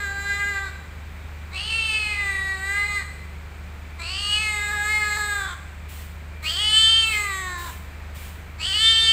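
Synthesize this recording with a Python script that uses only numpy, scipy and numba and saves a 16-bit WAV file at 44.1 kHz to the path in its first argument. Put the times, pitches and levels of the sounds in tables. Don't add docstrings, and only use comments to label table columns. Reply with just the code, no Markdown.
import sys
import numpy as np
from scipy import signal
from scipy.fft import rfft, irfft
from scipy.io import wavfile
from scipy.ndimage import uniform_filter1d
from numba import njit

SR = 44100
rng = np.random.default_rng(int(sys.argv[2]) if len(sys.argv) > 2 else 0)


def wrap_up_sound(samples):
    columns = np.atleast_2d(samples).T
    tamed = np.clip(columns, -1, 1)
    steps = np.round(tamed * 32767).astype(np.int16)
    wavfile.write(sys.argv[1], SR, steps)


N = 402191
T = np.arange(N) / SR

# (frequency [Hz], rms level [dB])
MOTOR_LINES = [(48.4, -48), (75.2, -37.5), (97, -54), (145.3, -57.5), (175, -55)]
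# (frequency [Hz], relative level per Hz [dB])
AIR_COLOUR = [(20, -16), (45, -13), (65, -9), (100, -15.5), (170, -17.5), (290, -25), (400, -24.5),
              (550, -26), (2400, -25.5), (2850, -33), (4400, -38.5), (5600, -45.5), (8000, -41.5),
              (10000, -53), (15500, -46)]
# (start time [s], peak level [dB])
FAR_CHIRPS = [(1.14, -61)]
# (hoarse start lasts [s], hoarse end lasts [s], second partial [dB], lower throat [dB],
#  upper throat [dB], high ring [dB], high ring [Hz])
MEOW_VOICES = [(0.22, 0.053, -40, -37.5, -41, -43.5, 7570), (0.33, 0.039, -40.5, -37, -41, -41, 8070),
               (0.419, 0.18, -35.5, -33, -38.5, -37, 7780), (0.248, 0.25, -39.5, -31, -39.5, -36, 7770),
               (0.22, .2, -42, -31, -39.5, -37, 7710)]
# (time [s], pitch [Hz], effort [dB], mouth resonance [Hz])
MEOW_GESTURES = [
    [(-.3, 420, -30, 1900), (0, 413, -28, 1620), (.06, 397.8, -25.5, 1460), (.12, 395.4, -32, 1660),
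     (.29, 401.2, -23.5, 1660), (.41, 403.5, -26, 1750), (.52, 400.7, -28, 1710), (.58, 392.8, -29, 1700),
     (.69, 398, -37, 1470)],
    [(1.52, 364.3, -37, 2040), (1.58, 374.2, -31, 2740), (1.65, 429, -29.5, 2950), (1.75, 450.5, -24, 2850),
     (1.93, 433.7, -25.5, 2750), (2.0, 426.3, -25, 2562), (2.17, 415.5, -31, 2220),
     (2.26, 398.6, -27, 1830), (2.35, 388.7, -28, 1890), (2.6, 381, -33.5, 1740),
     (2.73, 400.6, -23.5, 1890), (2.86, 411.7, -28, 1960), (2.96, 407.9, -25.5, 1950),
     (3.02, 396.5, -35, 1818)],
    [(3.99, 339.4, -33.5, 2180), (4.05, 330.7, -35, 2820), (4.12, 379, -32.5, 2860),
     (4.21, 405.3, -30, 3030), (4.29, 412.3, -26.5, 2760), (4.34, 420, -21.5, 2900),
     (4.41, 433.3, -24, 2600), (4.6, 413.3, -25.5, 1840), (4.8, 411, -25.5, 1760), (4.91, 427.1, -21, 2080),
     (5.14, 415, -25, 1760), (5.32, 409.6, -23.5, 1586), (5.4, 397.4, -26.5, 1500),
     (5.53, 364.6, -39, 1260)],
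    [(6.43, 309.7, -34, 2160), (6.49, 312.6, -25.5, 3100), (6.55, 348.4, -27, 3080),
     (6.61, 419.7, -22.5, 3150), (6.72, 430.7, -20.5, 3200), (6.78, 440, -15, 3170),
     (7.01, 449.5, -19, 3150), (7.08, 444, -23, 2564), (7.17, 423.5, -23, 2112), (7.33, 386.2, -31, 1830),
     (7.56, 351.2, -36, 1553), (7.7, 344, -38.5, 1380)],
    [(8.59, 314.3, -36, 2300), (8.645, 326.7, -25.5, 2940), (8.68, 387.3, -24.5, 3170),
     (8.72, 384.6, -23.5, 3130), (8.75, 421, -21.5, 3140), (8.82, 443.2, -16.5, 3170),
     (8.89, 449.4, -16, 3240), (9.12, 446, -16.5, 3255), (9.5, 440, -20, 2970)],
]
# (time [s], pitch jump [share of the pitch])
VOICE_CATCHES = [(2.135, -0.018), (4.712, 0.036), (5.165, 0.037), (5.469, 0.027), (7.128, -.02),
                 (7.394, 0.021)]
# (start time [s], level [dB])
HISS_SWELLS = [(5.88, -43), (6.42, -41.5), (7.05, -38.5), (7.571, -39.5), (8.14, -42.5), (8.68, -46)]
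# (frequency [Hz], relative level per Hz [dB])
HISS_SPECTRUM = [(1500, -2.5), (3000, 3), (5000, -5.5), (6200, -5.5), (8000, 0), (10000, -6), (12000, -7.5),
                 (15000, 1)]

AIR_DB = -46
WHINE_HZ, WHINE_DB = 2350, -57.5
CHIRP_HZ, CHIRP_S = 3700, 0.22
TOP_HZ = 15500

SHUT_HZ, OPEN_HZ = 1730, 3090
USUAL_DB, USUAL_HZ = -26, 420
ATTACK_S, RELEASE_S = 0.031, 0.025
SAG, SAG_S = 0.046, 0.052
TREMOR, TREMOR_HZ = 0.003, 14
CATCH_S = 0.035
HOARSE_START, HOARSE_END, HOARSE_HELD = 0.498, 0.43, 0.049
HOARSE_OPEN, HOARSE_CATCH = 0.028, 0.18
# (dB per dB of effort, dB as the jaw drops fully)
LOWER_GROWTH, UPPER_GROWTH, RING_GROWTH = (0.53, -10.5), (0.5, 6.5), (0.64, 0.41)
RING_FOLLOWS, RING_JAW_HZ = 0.15, 392


def undb(db):
    return 10 ** (np.asarray(db) / 20)


def unit(x):
    return x / np.sqrt(np.mean(x ** 2))


def walk(rate, size):
    k = max(int(SR / rate), 1)
    steps = np.repeat(rng.standard_normal(size // k + 1), k)
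    smooth = uniform_filter1d(uniform_filter1d(steps, k), k)
    return unit(smooth[:size])


def sweep(hz):
    return 2 * np.pi * np.cumsum(hz) / SR


def motor():
    total = 0
    for hz, db in MOTOR_LINES:
        level = np.sqrt(2) * undb(db + 0.5 * walk(6.4, N))
        total = total + level * np.sin(sweep(hz * (1 + 0.0053 * walk(2.026, N))))
    return total


def noise(colour):
    f = np.arange(N // 2 + 1) * SR / N
    hz, db = np.transpose(colour)
    shape = undb(np.interp(np.log(f + 1), np.log(hz), db))
    spectrum = rfft(rng.standard_normal(N)) * shape
    return irfft(spectrum, N) / np.std(irfft(spectrum * (f > 300), N))


def outdoor_air():
    return noise(AIR_COLOUR) * undb(AIR_DB + 0.5 * walk(2.72, N))


def far_tones(wander=0.0066):
    def tone(hz):
        return np.sin(sweep(hz * (1 + wander * walk(60, N))))

    chirp = sum(undb(db) * np.sin(np.pi * np.clip((T - s) / CHIRP_S, 0, 1)) for s, db in FAR_CHIRPS)
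    whine = undb(WHINE_DB + 3.6 * walk(14, N)) * tone(WHINE_HZ)
    return whine + chirp * tone(CHIRP_HZ)


def curves(rows, t):
    s, *columns = np.transpose(rows)
    return [np.interp(t, s, c) for c in columns]


def folds(hz, hoarse, jaw, jitter=0.0339, waver=0.00212, rasp=1.0, count=38):
    n = len(hz)
    hz = hz * (1 + jitter * hoarse * walk(260, n) + waver * walk(44.26, n))
    phase = sweep(hz)
    pulses = unit(sum(np.cos(k * phase) for k in range(1, count + 1)))
    puffs = unit((1 + np.cos(phase)) * rng.standard_normal(n))
    fray = (0.15 + 0.35 * jaw) * unit(np.diff(puffs, 2, prepend=[0, 0]))
    shaken = pulses * undb(4.8 * hoarse * walk(200, n))
    return shaken + (0.0063 + rasp * hoarse) * puffs + fray, phase


@njit
def svf(x, hz, width):
    y, b, l = np.empty(len(x)), 0., 0.
    for i in range(len(x)):
        g, k = np.tan(np.pi * hz[i] / SR), width / hz[i]
        v = (b + g * (x[i] - l)) / (1 + g * (g + k))
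        b, l, y[i] = 2 * v - b, l + 2 * g * v, k * v
    return y


def resonance(x, hz, width_hz, drift=0.027):
    centre = hz * (1 + drift * walk(13.98, len(x)))
    y = svf(svf(x, centre, float(width_hz)), centre, float(width_hz))
    return y / np.sqrt(np.abs(uniform_filter1d(y ** 2, size=900)) + 1e-18)


def tract(source, mouth_hz, ring_hz, jaw, hoarse, mouth_db, lower_db, upper_db, ring_db,
          side_hz=5650, side_width_hz=1000, side_depth=0.47):
    mouth = undb(mouth_db - 2.1 * hoarse) * resonance(source, mouth_hz, 404, drift=0.029)
    rasp = hoarse * undb(mouth_db - 8) * resonance(source, 2860, 1600, drift=0.0067)
    throat = undb(lower_db) * resonance(source, 1150 + 200 * jaw, 490, drift=0.064)
    cheek = jaw * undb(mouth_db - 16.0) * resonance(source, 1888, 220, drift=0.029)
    upper_hz = np.interp(mouth_hz, [1250, 1650, 2020, 3400], [3380, 3920, 3940, 4580])
    upper = undb(upper_db - 2.0) * resonance(source, upper_hz, 610, drift=0.031)
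    ring = undb(ring_db - 2.35) * resonance(source, ring_hz, 920, drift=0.0098)
    ring += undb(ring_db - 11.5) * resonance(source, 6870, 270, drift=0.04)
    sheen = undb(ring_db - 18.5 - 5.7 * jaw) * resonance(source, 11200 + 500 * jaw, 900, drift=0.012)
    sheen += undb(ring_db - 15.5 - 12 * jaw) * resonance(source, 14100, 1800, drift=0.07)
    voice = mouth + rasp + throat + cheek + upper + ring + sheen
    swallowed = svf(voice, np.full(len(source), float(side_hz)), float(side_width_hz))
    return voice - side_depth * (1 - jaw / 2) * swallowed


def meow(call, gesture, flutter_db=1.24, hoarse_dulls_db=6, hoarse_upper_db=3):
    start, end = gesture[0][0], gesture[-1][0]
    settle_s, fray_s, second_db, lower_db, upper_db, ring_db, rest_hz = call
    live = (T > start - 0.02) & (T < end + RELEASE_S)
    t = T[live]
    hz, effort_db, mouth_hz = curves(gesture, t)
    jaw = np.clip((mouth_hz - SHUT_HZ) / (OPEN_HZ - SHUT_HZ), 0, 1)

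    catches = [(jump, (t > s) * np.exp(-np.abs(t - s) / CATCH_S)) for s, jump in VOICE_CATCHES]
    hz = hz * (1 - SAG * np.clip((t - end) / SAG_S + 1, 0, 1))
    hz = hz * (1 + TREMOR * walk(TREMOR_HZ, len(t)) + sum(jump * slide for jump, slide in catches))

    settling = np.clip(1 - (t - start) / settle_s, 0, 1)
    tiring = np.clip(1 - (end - t) / fray_s, 0, 1)
    hoarse = HOARSE_HELD + HOARSE_OPEN * jaw + HOARSE_START * settling + HOARSE_END * tiring
    hoarse = np.clip(hoarse + HOARSE_CATCH * sum(slide for jump, slide in catches), 0, 1)

    def flutter():
        return flutter_db * walk(21.81, len(t))

    def grown(db, growth):
        return db + growth[0] * (effort_db - USUAL_DB) + growth[1] * jaw + flutter()

    source, phase = folds(uniform_filter1d(hz, size=400), hoarse, jaw)
    ring_hz = rest_hz * (hz / USUAL_HZ) ** RING_FOLLOWS + RING_JAW_HZ * jaw
    mouth_level = effort_db + flutter()
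    lower_level = grown(lower_db, LOWER_GROWTH)
    upper_level = grown(upper_db, UPPER_GROWTH) + hoarse_upper_db * hoarse
    ring_level = grown(ring_db, RING_GROWTH) - hoarse_dulls_db * hoarse
    voice = tract(source, mouth_hz, ring_hz, jaw, hoarse, mouth_level, lower_level, upper_level, ring_level)

    nasal = undb(0.21 * effort_db - 39.5 - 9.0 * jaw) * np.sin(phase)
    nasal += undb(grown(second_db, (0.35, -4))) * np.sin(2 * phase + 1)
    fade_in = np.clip((t - start + 0.0098) / ATTACK_S, 0, 1)
    fade_out = np.clip((end - t) / RELEASE_S + 1, 0, 1)
    out = np.zeros(N)
    out[live] = fade_in * fade_out * (voice + (1 - hoarse) * nasal)
    return out


def paving_bounce(cat):
    lag_s = np.interp(T, [3, 6.5], [0.00148, 0.0026]) * (1 + 0.037 * walk(3, N))
    return undb(-14.5) * np.interp(T - lag_s, T, cat)


def yard(x, t60_low=0.84, t60_high=0.95, split_hz=4500, treble_db=1):
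    t = T[:SR]
    low_pass = signal.butter(2, split_hz, fs=SR, output="sos")
    high_pass = signal.butter(2, split_hz, "high", fs=SR, output="sos")
    low = signal.sosfilt(low_pass, rng.standard_normal(SR))
    high = signal.sosfilt(high_pass, rng.standard_normal(SR))
    build = np.clip((t - 0.006) / 0.012, 0, 1)
    tail = build * undb(-60 * t / t60_low)
    response = low * tail + undb(treble_db - 60 * t / t60_high) * build * high
    return signal.fftconvolve(x, response / np.sqrt(np.sum(tail ** 2)))[:N]


def hiss(rise_s=0.018, hold_s=0.13, fall_db_per_s=95):
    swell = 0
    for s, db in HISS_SWELLS:
        fall_db = fall_db_per_s * np.maximum(T - s - hold_s, 0)
        swell = swell + np.clip((T - s) / rise_s, 0, 1) * undb(db - fall_db)
    return swell * noise(HISS_SPECTRUM)


def scene():
    cat = sum(meow(call, gesture) for call, gesture in zip(MEOW_VOICES, MEOW_GESTURES))
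    wet_db = np.interp(T, [3, 6.5], [-7, -12])
    echoes = paving_bounce(cat) + yard(cat * undb(wet_db))
    background = motor() + outdoor_air() + far_tones() + hiss()
    return (cat + echoes + background)[None]


def record(dry):
    return signal.sosfilt(signal.ellip(10, 0.2, 80, TOP_HZ, fs=SR, output="sos"), dry)


dry = scene()
out = record(dry)
wrap_up_sound(out)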